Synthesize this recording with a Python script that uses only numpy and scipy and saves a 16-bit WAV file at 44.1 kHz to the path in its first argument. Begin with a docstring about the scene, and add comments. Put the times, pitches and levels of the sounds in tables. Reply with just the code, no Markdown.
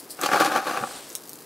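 """Stirring coal in a plastic bucket

Lumps of coal are stirred and picked up: they knock, grind and make the bucket's thin walls boom.
A sleeve swishes as the hand pulls out. All the while a small coal forge crackles, spits gas
and softly roars, and the walls of the yard add a short echo."""
import sys
import numpy as np
from scipy import signal
from scipy.fft import rfft, irfft, next_fast_len
from scipy.io import wavfile

SR = 44100
rng = np.random.default_rng(int(sys.argv[2]) if len(sys.argv) > 2 else 0)


def output_pcm(signal):
    """Save a mono or channel-first signal as 16-bit PCM at the path in sys.argv[1].

    Samples are clipped to [-1, 1] before scaling.
    """
    pcm = np.clip(np.atleast_2d(signal).T, -1, 1) * 32767
    wavfile.write(sys.argv[1], SR, np.round(pcm).astype(np.int16))


N = 63945

# The gritty tone of coal on coal. Each row: frequency in Hz, level in dB.
CRUNCH_TONE = [(200, -34), (1000, 2), (2500, 1.5), (4000, 1.5), (6000, -1.5), (8000, -4.5), (11500, -6.5),
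               (15500, -15.5)]
GRIT_PER_S = 3500


def amp(db):
    """Turn decibels into a gain."""
    return 10 ** (np.asarray(db) / 20)


def unit(x):
    """Scale x to an average (rms) level of 1."""
    return x / np.sqrt(np.mean(x ** 2) + 1e-20)


def along(points, hz):
    """Read between (Hz, value) points on a log frequency scale."""
    freqs, values = np.transpose(points)
    return np.interp(np.log(hz + 1), np.log(freqs + 1), values)


def levels(rows):
    """Turn rows of seconds and dB into one gain curve per dB column, silent outside the rows."""
    times, *columns = np.transpose(rows)
    return [amp(np.interp(np.arange(N) / SR, times, db, left=-120, right=-120)) for db in columns]


def filtered(x, response):
    """Scale each frequency in x by response(hz)."""
    size = next_fast_len(N + SR // 4)
    gain = response(np.fft.rfftfreq(size, 1 / SR))
    return irfft(rfft(x, size) * gain, size)[..., :N]


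def colour(x, points, size=8192):
    """Give x the tone drawn by (Hz, dB) points."""
    gain = amp(along(points, np.fft.rfftfreq(size, 1 / SR)))
    cepstrum = irfft(np.log(gain))
    # fold it so that the filter rings only after a hit
    cepstrum[1:size // 2] *= 2
    cepstrum[size // 2 + 1:] = 0
    impulse = irfft(np.exp(rfft(cepstrum)))[:size // 2]
    return signal.fftconvolve(x, impulse)[:len(x)]


def grains(per_s, size, spread_db=4):
    """Tiny random clicks of uneven strength."""
    clicks = (rng.random(size) < per_s / SR) * rng.choice([-1, 1], size)
    return clicks * amp(spread_db * np.clip(rng.standard_normal(size), -2, 2))


def add(track, start_s, x):
    """Mix x into the track at start_s."""
    part = track[max(0, round(start_s * SR)):][:len(x)]
    part += x[:len(part)]


def burst(x, length_s):
    """Give x the energy of a level of 1 held for length_s."""
    return x * np.sqrt(length_s * SR / (np.sum(x ** 2) + 1e-20))


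def diffuse(middle, other):
    """Spread two unrelated signals into stereo, nearly mono in the bass."""
    # Stereo width. Each row: frequency in Hz, level of the side signal in dB.
    width = [(40, -10), (120, -37), (300, -39), (700, -9), (2000, -14.5), (10000, -22)]
    side = colour(other, width)
    return np.array([middle + side, middle - side])


def yard(x, fade_s=0.1, delay_s=.003):
    """Walls and rubble scatter a short echo that falls 60 dB in fade_s."""
    t = np.arange(SR // 4) / SR
    tail = lambda: rng.standard_normal(len(t)) * amp(-60 * t / fade_s) * (t > delay_s)
    pair = diffuse(tail(), tail())
    return signal.fftconvolve(x[None], pair / np.linalg.norm(pair[0]), axes=1)[:, :N]


def roar():
    """Draught and flames make a low, steady rush."""
    # The flames' tone. Each row: frequency in Hz, level in dB.
    roar_tone = [(25, -41), (70, -21.5), (140, -8.5), (200, -8), (290, 0), (400, -2), (660, -8.5),
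                 (1200, -11.5), (3000, -22), (8000, -44), (15500, -36)]
    return amp(-48.5) * unit(colour(rng.standard_normal(N), roar_tone))


def sizzle():
    """The fire sizzles: fine ticks over a hiss."""
    # The sizzle's tone. Each row: frequency in Hz, level in dB.
    sizzle_tone = [(800, -26), (3000, -4.5), (4900, 1.5), (6300, -2), (11500, 1.5), (15500, -3.5)]
    ticks = unit(grains(per_s=500, size=N))
    return amp(-49) * unit(colour(ticks + 0.7 * rng.standard_normal(N), sizzle_tone))


def spits():
    """Gas spits from hot coal in hisses that die away quickly."""
    # Jets of gas. Each row: start in seconds, level in dB, decay time in seconds.
    jets = [(0, -38, 0.014), (.098, -39.5, 0.017), (0.105, -35.5, 0.026)]
    # Their tone. Each row: frequency in Hz, level in dB.
    jet_tone = [(1000, -23), (3500, -12.5), (4900, 0.5), (6300, -12.5), (8500, 1), (11500, -3.5),
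                (15500, -8.5)]
    flow, t = np.zeros(N), np.arange(SR // 6) / SR
    for start, db, decay in jets:
        add(flow, start, amp(db) * np.exp(-t / decay))
    return flow * unit(colour(rng.standard_normal(N), jet_tone))


def crackles(decay_s=0.00094, width_octaves=0.81):
    """The fire crackles: each snap is a very short, bright burst of noise."""
    # The snaps. Each row: start in seconds, level in dB, strongest frequency in Hz.
    snaps = [(0.2142, -23, 7600), (1.0925, -38.5, 11000), (1.1025, -35, 7000), (1.129, -38, 9000),
             (1.1526, -21, 6200), (1.237, -40, 6000), (1.276, -38.5, 8000), (1.285, -45, 6500),
             (1.2941, -30, 7500), (1.3322, -32, 9000), (1.357, -39, 10100), (1.398, -48, 6000),
             (1.424, -42.5, 8000)]
    track, t = np.zeros(N), np.arange(SR // 6) / SR
    hz = np.geomspace(200, SR / 2, num=40)
    for start, db, centre in snaps:
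        peak = np.exp(-.5 * (np.log2(hz / centre) / width_octaves) ** 2)
        skirt = amp(-3.5) * np.minimum(1, hz / centre)
        tone = np.transpose([hz, 20 * np.log10(np.maximum(skirt, peak))])
        snap = colour(rng.standard_normal(len(t)) * np.exp(-t / decay_s), tone)
        add(track, start, amp(db) * burst(snap, 2 * decay_s))
    return track


def forge(left_db=1.7):
    """Echoing crackles over the fire's roar, sizzle and spits."""
    pops = crackles()
    bed = lambda: roar() + sizzle() + spits()
    pair = pops + amp(-4.5) * yard(pops) + diffuse(bed(), bed())
    return pair * amp(left_db * np.array([[.5], [-.5]]))


def sleeve():
    """Cloth rubs past: thousands of tiny catches blur into a swish."""
    # The sleeve sliding out. Each row: time in seconds, level in dB.
    slide = [(.72, -56), (.83, -42.5), (.9, -40.5), (.96, -40), (1.01, -46.5), (1.06, -47.5), (1.16, -49.5)]
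    # The cloth's tone. Each row: frequency in Hz, level in dB.
    cloth_tone = [(150, -7), (500, 8.5), (1400, 1), (2300, -1), (4100, 3), (6400, -1.5), (8500, 5.5),
                  (10500, -4), (15500, -19)]
    level, = levels(slide)
    rub = lambda: unit(colour(grains(per_s=6000, size=N), cloth_tone))
    return level * diffuse(rub(), rub())


def hollow(x, ring_hz=1147, ring_width_hz=23):
    """The bucket makes hits sound hollow, and one note rings longest."""
    # The bucket's hollow tone. Each row: frequency in Hz, level in dB.
    bucket_tone = [(40, -39), (75, -47), (100, -28.5), (140, -16.5), (185, -16.5), (245, -9), (310, -2),
                   (365, -4), (430, -13), (500, -3), (590, -2.5), (655, -9), (730, 0.5), (830, 2),
                   (905, -6), (965, -18.5), (1040, -7.5), (1150, -1.5), (1300, -2.5), (1450, -3.5),
                   (1680, -5), (1980, -20.5), (2550, -15), (3400, -31), (6000, -41.5), (15000, -65)]
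    body = colour(x, bucket_tone)
    ring = signal.lfilter(*signal.iirpeak(ring_hz, ring_hz / ring_width_hz, SR), body)
    return body + .9 * ring


def rolling():
    """Lumps roll over each other: a hollow rattle, grit, and more grit for stereo width."""
    # The stirring. Each row: time in seconds, rattle level in dB, grinding level in dB.
    stir = [(.16, -63, -62), (.2, -38, -51), (.24, -25.5, -29.5), (.28, -35.5, -41), (.305, -30.5, -38.5),
            (.335, -19, -32), (.385, -24, -35), (.415, -22.5, -29.5), (.46, -23, -35.5),
            (.505, -27.5, -39.5), (.57, -24.5, -33.5), (.615, -32.5, -46), (.655, -37.5, -41.5),
            (.68, -30.5, -39), (.78, -28.5, -41), (.81, -33.5, -45), (.86, -41, -54), (.98, -50, -47.5),
            (1.12, -69.5, -55.5)]
    rattle_gain, grind_gain = levels(stir)
    rattle = rattle_gain * unit(hollow(grains(per_s=900, size=N)))
    grind = grind_gain * unit(colour(grains(GRIT_PER_S, N), CRUNCH_TONE))
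    side = amp(-13) * grind_gain * unit(colour(rng.standard_normal(N), CRUNCH_TONE))
    return rattle, grind, side


def knocks(rise_s=0.0009):
    """Lumps drop against the bucket, each with a hollow knock and a crunch."""
    # The drops. Each row: start in seconds, knock in dB, crunch in dB, length in seconds.
    drops = [(.189, -33, -48, 0.0068), (.233, -23.5, -25.5, 0.0061), (.259, -20.5, -24, 0.0065),
             (.287, -22.5, -37, 0.0064), (.314, -21, -37, 0.0093), (.331, -18, -31.5, 0.0087),
             (.359, -16, -34, 0.0058), (.399, -18.5, -25, 0.0075), (.407, -13, -42, 0.0046),
             (.416, -17.5, -35, 0.0086), (.426, -28, -36, .004), (.446, -26.5, -28, 0.0092),
             (.457, -27.5, -28, 0.0085), (.467, -27, -35.5, 0.0054), (.519, -23, -34, 0.0068),
             (.559, -18.5, -30.5, 0.0086), (.571, -27, -36, 0.0089), (.666, -27, -38, 0.017),
             (.71, -23, -35, .004), (.772, -21.5, -35.5, 0.0046), (.836, -21, -50, 0.0046),
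             (.872, -33, -50, 0.0043), (.908, -35, -50, 0.0046)]
    knock, crunch, t = np.zeros(N), np.zeros(N), np.arange(SR // 5) / SR
    for start, knock_db, crunch_db, length in drops:
        push = (1 - np.exp(-t / rise_s)) * np.exp(-(t / length) ** 2)
        contact = lambda: push * grains(GRIT_PER_S, len(t))
        add(knock, start, amp(knock_db) * burst(hollow(contact()), length))
        add(crunch, start, amp(crunch_db) * burst(colour(contact(), CRUNCH_TONE), length))
    return knock, crunch


def booms(rise_s=0.0031):
    """The bucket's thin walls flex and give low, fading notes."""
    # Wall flexes. Each row: start in seconds, pitch in Hz, level in dB, seconds to fall 60 dB.
    flexes = [(.247, 292, -26, 0.093), (.351, 318, -21.5, 0.12), (0.402, 304, -27, 0.088),
              (.464, 303.6, -23, 0.21), (0.805, 135, -38, 0.17), (.824, 233.4, -25.5, 0.073)]
    track, t = np.zeros(N), np.arange(SR // 5) / SR
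    for start, hz, db, fade in flexes:
        envelope = amp(db - 60 * t / fade) * (1 - np.exp(-t / rise_s))
        add(track, start, envelope * np.sin(2 * np.pi * hz * t))
    return track


def coal():
    """Rolling, knocks and booms with their echo, a little to the left."""
    # Where the bucket is heard. Each row: frequency in Hz, left minus right in dB.
    pan = [(300, 0), (600, -0.4), (1200, 2.5), (2500, 2.5), (5000, 1), (12000, 2.5)]
    rattle, grind, side = rolling()
    knock, crunch = knocks()
    body = rattle + knock + booms()
    grit = grind + crunch
    echo = amp(-11) * yard(body) + amp(-6) * yard(grit)
    pair = body + grit + np.array([side, -side]) + echo
    return filtered(pair, lambda hz: amp(np.outer([.5, -.5], along(pan, hz))))


def scene():
    """Coal and sleeve over the burning forge."""
    return coal() + sleeve() + forge()


def record(dry, top_hz=15750):
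    """Cut off the very highest treble."""
    return filtered(dry, lambda hz: hz < top_hz)


dry = scene()
out = record(dry)
output_pcm(out)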